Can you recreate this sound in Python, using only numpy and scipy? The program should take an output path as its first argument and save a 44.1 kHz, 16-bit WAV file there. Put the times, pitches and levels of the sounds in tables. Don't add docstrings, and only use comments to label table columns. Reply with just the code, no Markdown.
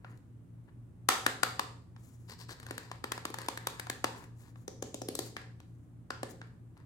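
import sys
import numpy as np
from scipy import signal
from scipy.fft import rfft, irfft, next_fast_len
from scipy.io import wavfile
from scipy.ndimage import uniform_filter1d, minimum_filter1d, map_coordinates

SR = 44100
rng = np.random.default_rng(int(sys.argv[2]) if len(sys.argv) > 2 else 0)


def to_wav(s):
    ch = np.atleast_2d(s).T
    pcm = np.round(np.clip(ch, -1, 1) * 32767)
    wavfile.write(sys.argv[1], SR, pcm.astype(np.int16))


N = 302293

# frequency in Hz, relative level in dB.
AIR_COLOUR = [(20, -31), (40, -7.5), (62, -8), (85, 0), (130, -0.5), (200, -8.5), (290, -6.5), (420, -20),
              (700, -26.5), (1200, -30.5), (2500, -40.5), (5000, -49), (9000, -43.5), (16000, -53.5)]
# frequency in Hz, level in dB.
HUM_TONES = [(57.3, -71), (84.7, -65.5), (115.62, -55.5), (119.88, -57.5), (171.2, -70), (173.4, -66.5),
             (231.3, -72)]

# frequency in Hz, time to fall by 60 dB in seconds.
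ROOM_DECAY = [(200, 0.57), (530, 0.55), (1400, 0.4231), (4000, 0.4466), (8000, 0.47), (15000, 0.28)]
# frequency in Hz, relative level in dB.
ROOM_COLOUR = [(150, -4), (450, -4.5), (1100, -6.5), (2000, 0.5), (3000, -1.5), (4500, -1), (7000, -3.5),
               (10000, -7.5), (16000, -2)]
ROOM_MODES_HZ = [232, 421, 459, 538.4, 758.5, 882, 926, 1032, 1156, 1280, 1386]
ROOM_MODE_WIDTH_HZ, ROOM_MODE_DB = 18, 6
WALLS_S, BEFORE_WALLS_DB = 0.027, -1.5

# start in seconds, end in seconds, relative level in dB.
SLIDES = [(0.029, 0.204, -74), (1.988, 2.155, -60), (2.149, 2.312, -67.5), (4.128, 4.281, -59.5),
          (4.369, 4.512, -60.5), (4.547, 4.658, -65.5), (5.23, 5.306, -49.5), (5.616, 5.9, -79),
          (6.286, 6.323, -46)]
# frequency in Hz, relative level in dB.
SKIN_COLOUR = [(500, 10), (3000, -4), (5000, -3), (7200, 6.5), (9500, 0), (13000, -2), (16000, -4)]
# start in seconds, end in seconds, level in dB, brightness in dB.
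SCRAPES = [(0.018, 0.173, -62, -33), (0.673, 0.706, -64.5, -32), (2.285, 2.348, -51.5, 0),
           (2.387, 2.449, -56, 3), (2.488, 2.542, -48, 1), (2.542, 2.985, -55.5, -7.5),
           (3.355, 3.468, -48.5, -9.5), (3.506, 3.888, -56.5, -17), (4.095, 4.277, -53, -37),
           (4.396, 4.51, -63, -10.5), (5.375, 5.437, -72, 1), (6.421, 6.489, -69, -17),
           (6.75, 6.843, -66, -19)]
# frequency in Hz, width in Hz, relative level in dB.
RIM_MODES = [(386, 185, 8), (1010, 260, 9.5), (1700, 390, 6), (2820, 520, -2.5), (4500, 1240, 5.5),
             (7800, 1400, -1), (13000, 1800, -8.5)]
CRACKLE_DB, CRACKLE_SPREAD_DB, CRACKLE_WALL_HZ, CRACKLE_BRIGHT_DB = -7, 4, 1490, 0.5

# frequency in Hz, width in Hz, relative level in dB.
SHELL_MODES = [(314, 240, 6.5), (529, 36, 4), (759, 91, 2.5), (1056, 350, 0.5), (1350, 110, -6),
               (1730, 220, -4), (2770, 2100, -10), (3760, 1400, -8.5), (4630, 880, -9.5), (7990, 3300, -6),
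               (12600, 1100, -11)]
# lowest Hz, highest Hz.
REGISTERS = [(220, 650), (650, 2400), (2400, 6000), (6000, 17000)]
# thud, shell, crack and tick, all in dB.
SNAP_VOICE = (-7, -0.5, -6, -6.5)
KNOCK_VOICE = (0.5, -0.5, -8, -7.5)
TAP_VOICE = (-10.5, -1.5, -9, -16)
CRACK_SHARE = 0.55
# time in seconds, strength in dB, pitch of the free
# wall in Hz, brightness in dB.
TAPS = [(0.0464, -47, 1375, -22), (0.175, -83.5, 1360, 29), (1.9639, -57.5, 1125, -2),
        (4.558, -58, 1146, -7.5), (5.3669, -38, 1650, 1.5), (5.417, -56.5, 4260, 3), (5.6027, -58, 953, 6),
        (6.1055, -34, 1420, -1.5), (6.4158, -46, 1580, -7), (6.769, -63, 1124, -6)]
# time in seconds, strength in dB, change
# of the ring left in the shell in dB, brightness in dB.
KNOCKS = [(4.6799, -40.5, -10.5, 0), (4.825, -37, -9, 1), (4.944, -39.5, -17, 3),
          (5.0182, -39.5, -15, -1.5), (5.0866, -34.5, -15, -1.5), (5.1527, -49, -1.5, 19),
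          (5.191, -35.5, -7, 6.5), (6.2318, -36, -4, -4)]
KNOCK_WALL_HZ, KNOCK_WALL_SCATTER = 6920, 0.24
# time in seconds, strength in dB, pitch in Hz of the
# wall part that the grip leaves free, extra thud in dB, brightness in dB.
SNAPS = [(1.089, -16, 1280, -8, 1.5), (1.2647, -23, 1600, -3.5, -2), (1.4331, -22.5, 1370, -6.5, -1.5),
         (1.5952, -28, 1089, -4.5, -4), (2.4926, -47, 1590, -7, -7), (2.6001, -55, 1640, 0, 4),
         (2.6301, -53.5, 1610, -6, -2), (2.6658, -47.5, 1540, -6, -2), (2.7094, -42, 1590, 8.5, 0.5),
         (2.7801, -41, 1630, -1, 1.5), (2.9155, -40.5, 975, -3, -7), (3.0414, -36, 935, 3, -4),
         (3.1198, -33.5, 1740, -3, 0.5), (3.1786, -41.5, 927, 0, -6.5), (3.253, -35, 1080, 0.5, -1),
         (3.3025, -53.5, 1039, 15.5, 4), (3.3425, -39, 820, -11, -1.5), (3.3863, -41.5, 1750, -1.5, 1),
         (3.4169, -48, 1670, 2, 3), (3.4857, -32, 1010, 0.5, 0), (3.5751, -39.5, 1726, -6, -2.5),
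         (3.671, -32.5, 1090, -1.5, 2.5), (3.7973, -39.5, 1660, -2.5, 2.5), (3.8694, -43.5, 1015, -13, -10),
         (3.8995, -34.5, 1745, 0, 2.5), (4.0432, -27, 935, 0.5, -4)]

PORT_LAG_S = 0.000179
CEILING_DB, LOOK_AHEAD_S, HOLD_S = -3.5, 0.001, 0.0071
TOP_HZ = 16300


def amp(db):
    return 10 ** (np.asarray(db) / 20)


def unit(x):
    return x / np.sqrt(np.mean(x ** 2) + 1e-30)


def along(points, hz):
    f, v = np.transpose(points)
    return np.interp(np.log(hz + 1), np.log(f + 1), v)


def wobble(rate):
    points = rng.standard_normal(int(N * rate / SR) + 4)
    return map_coordinates(points, [np.arange(N) * rate / SR])


def filtered(x, response):
    n = x.shape[-1]
    m = next_fast_len(n + 4096, True)
    return irfft(rfft(x, m) * response(np.fft.rfftfreq(m, 1 / SR)), m)[..., :n]


def add(track, sound, s):
    start = max(round(s * SR), 0)
    part = track[..., start:start + sound.shape[-1]]
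    part += sound[..., :part.shape[-1]]


def resonances(modes, hz, contrast=1.314):
    def shape(centre, width):
        return (hz * width) ** 2 / ((centre ** 2 - hz ** 2) ** 2 + (hz * width) ** 2)
    return sum(amp(db) ** 2 * shape(centre, width) ** contrast for centre, width, db in modes)


def causal(power):
    cepstrum = irfft(np.log(power + power.max() * 1e-9) / 2)
    half = len(cepstrum) // 2
    cepstrum[1:half] *= 2
    cepstrum[half + 1:] = 0
    return np.exp(rfft(cepstrum))


def diffuse(pair, spectrum, alike_hz, alike):
    def split(hz):
        likeness = np.clip(alike, 0, 1) / (1 + (hz / alike_hz) ** 4)
        return amp(along(spectrum, hz)) * np.sqrt([1 + likeness, 1 - likeness])
    mid, side = filtered(pair, split)
    return np.array([mid + side, mid - side]) / np.sqrt(2)


def background(air_db=-57, drift=0.051, in_step=0.11):
    t = np.arange(N) / SR - in_step
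    hum = np.zeros(N)
    for hz, db in HUM_TONES:
        phase = 2 * np.pi * hz * t + drift * wobble(1.4)
        hum += amp(db) * np.sqrt(2) * np.sin(phase)
    air = diffuse(rng.standard_normal((2, N)), AIR_COLOUR, alike_hz=670, alike=0.69)
    return hum + amp(air_db) * unit(air)


def standing_waves(hz):
    modes = [(centre, ROOM_MODE_WIDTH_HZ, ROOM_MODE_DB) for centre in ROOM_MODES_HZ]
    return np.sqrt(1 + resonances(modes, hz))


def room_tail(build=0.0066, sparse=0.035, lumpy_db=4):
    noise = filtered(rng.standard_normal((2, int(0.5 * SR))), standing_waves)
    hz, t, z = signal.stft(noise, SR, nperseg=256)
    fade = amp(-60 * t / along(ROOM_DECAY, hz)[:, None])
    tail = signal.istft(z * fade, SR, nperseg=256)[1]
    t = np.arange(tail.shape[1]) / SR
    spikes = amp(lumpy_db * np.exp(-t / sparse) * rng.standard_normal(tail.shape))
    rise = 1 - np.exp(-(t / build) ** 2)
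    tail = tail * spikes * rise * amp(BEFORE_WALLS_DB * (t < WALLS_S))
    return diffuse(unit(tail) / np.sqrt(len(t)), ROOM_COLOUR, alike_hz=620, alike=1.0)


def ports(x, left_db):
    def sides(hz):
        shade_db = left_db * hz ** 2 / (hz ** 2 + 500 ** 2)
        late = np.exp(-2j * np.pi * hz * PORT_LAG_S)
        return np.array([amp(shade_db), amp(-shade_db) * late])
    return filtered(x, sides)


def stroke(start, end, ease=0.24):
    u = (np.arange(N) / SR - start) / (end - start)
    return np.clip(np.minimum(u, 1 - u) / (2 * ease) + 0.26, 0, 1)


def friction(grain_rate, grain_db, waver_db):
    return rng.standard_normal(N) * amp(grain_db * wobble(grain_rate) + waver_db * wobble(45))


def skin_slides(slide_db=-6.0):
    force = friction(grain_rate=1800, grain_db=1.0, waver_db=3.0)
    hiss = unit(filtered(force, lambda hz: amp(along(SKIN_COLOUR, hz))))
    return amp(slide_db) * hiss * sum(stroke(a, b) * amp(db) for a, b, db in SLIDES)


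def rim_scrapes(bright_hz=2800):
    force = friction(grain_rate=500, grain_db=3.5, waver_db=2.0)
    grit = unit(filtered(force, lambda hz: np.sqrt(resonances(RIM_MODES, hz))))
    treble = filtered(grit, lambda hz: 1 / (1 + (bright_hz / (hz + 1)) ** 6))
    rims = np.zeros(N)
    for start, end, db, bright_db in SCRAPES:
        rims += stroke(start, end) * amp(db) * (grit + (amp(bright_db) - 1) * treble)
    return rims


def rubbing(room_db=-5):
    sound = rim_scrapes() + skin_slides()
    room = signal.fftconvolve(sound[None], room_tail(), axes=1)[:, :N]
    return ports(sound, left_db=4.5) + amp(room_db) * room


def crackle(count=36, pitch_scatter=0.45):
    start, end, scrape_db, _ = np.transpose(SCRAPES)
    travel = np.cumsum(end - start)
    places = travel[-1] * (np.arange(count) + rng.random(count)) / count
    rows = []
    for place in places:
        k = np.searchsorted(travel, place)
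        size, pitch = rng.standard_normal(2)
        s = end[k] - (travel[k] - place)
        db = scrape_db[k] + CRACKLE_DB + CRACKLE_SPREAD_DB * size
        wall_hz = CRACKLE_WALL_HZ * np.exp(pitch_scatter * pitch)
        rows.append((s, db, wall_hz, 0, CRACKLE_BRIGHT_DB))
    return rows


def registers(voice, db, bright_db, thud_db=0, ring_db=0):
    return db + np.array(voice) + np.array([thud_db, ring_db, CRACK_SHARE * bright_db, bright_db])


def voiced(force, levels, wall_hz, wall_db=4, wall_q=4.5, soft_hz=7800, soft_slope=1.3):
    blow = rfft(force)
    hz = np.fft.rfftfreq(force.shape[-1], 1 / SR) + 1
    power = resonances(SHELL_MODES + [(wall_hz, wall_hz / wall_q, wall_db)], hz)
    *_, crack_db, tick_db = levels
    softness_db = soft_slope * min(tick_db - crack_db, 0)
    power = power * amp(softness_db * np.log2(1 + (hz / soft_hz) ** 4) / 4) ** 2
    colour = 0
    for db, (low, high) in zip(levels, REGISTERS):
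        part = power / (1 + (low / hz) ** 10) / (1 + (hz / high) ** 10)
        colour = colour + amp(db) ** 2 * part / np.mean(part * np.abs(blow) ** 2)
    return irfft(blow * causal(colour)) * np.sqrt(0.01 * SR)


def click(levels, wall_hz, lead=0.0037, chatter=1.68, chatter_life=0.0026, chatter_hz=1200,
          creep=0.64, creep_life=0.00093, apart=1.0, to_room=0.15):
    t = (np.arange(2048) - round(lead * SR)) / SR
    push = 1.0 * (t == 0)
    before = creep * np.exp(-np.abs(t) / creep_life)
    after = np.exp(-np.abs(t) / chatter_life)
    rattle = unit(np.where(t < 0, before, after)) / np.sqrt(len(t))
    shared, separate = rng.standard_normal(len(t)), rng.standard_normal((2, len(t)))
    catches = chatter * rattle * (shared + apart * separate)
    catches = filtered(catches, lambda hz: 1j * hz / (chatter_hz + 1j * hz))
    near = voiced(push + catches, levels, wall_hz)
    feed = voiced(push + to_room * catches.mean(0), levels, wall_hz)
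    return near, feed, lead


def clicks(rows, room_db, room_delay=0.002):
    near, room = np.zeros((2, N)), np.zeros((2, N))
    for s, levels, wall_hz in rows:
        sound, feed, lead = click(levels, wall_hz)
        add(near, sound, s - lead)
        answer = signal.fftconvolve(feed[None], room_tail(), axes=1)
        add(room, answer, s - lead + room_delay)
    return ports(near, left_db=1.76) + amp(room_db) * room


def tapping():
    rows = [(s, registers(TAP_VOICE, db, bright), hz) for s, db, hz, bright in TAPS]
    return clicks(rows, room_db=-3.5)


def knocking():
    rows = []
    for s, db, ring, bright in KNOCKS:
        wall_hz = KNOCK_WALL_HZ * np.exp(KNOCK_WALL_SCATTER * rng.standard_normal())
        rows.append((s, registers(KNOCK_VOICE, db, bright, ring_db=ring), wall_hz))
    return clicks(rows, room_db=-3.5)


def snapping():
    rows = []
    for s, db, wall_hz, thud, bright in SNAPS + crackle():
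        rows.append((s, registers(SNAP_VOICE, db, bright, thud_db=thud), wall_hz))
    return clicks(rows, room_db=-5.5)


def scene():
    return background() + rubbing() + tapping() + knocking() + snapping()


def limiter(x):
    needed = np.minimum(1, amp(CEILING_DB) / (np.abs(x).max(0) + 1e-9))
    ahead, hold = max(round(LOOK_AHEAD_S * SR), 1), max(round(HOLD_S * SR), 1)
    held = minimum_filter1d(needed, ahead + hold, origin=(hold - 1) // 2)
    return x * uniform_filter1d(held, ahead)


def record(dry):
    return filtered(limiter(dry), lambda hz: 1 / np.sqrt(1 + (hz / TOP_HZ) ** 160))


dry = scene()
out = record(dry)
to_wav(out)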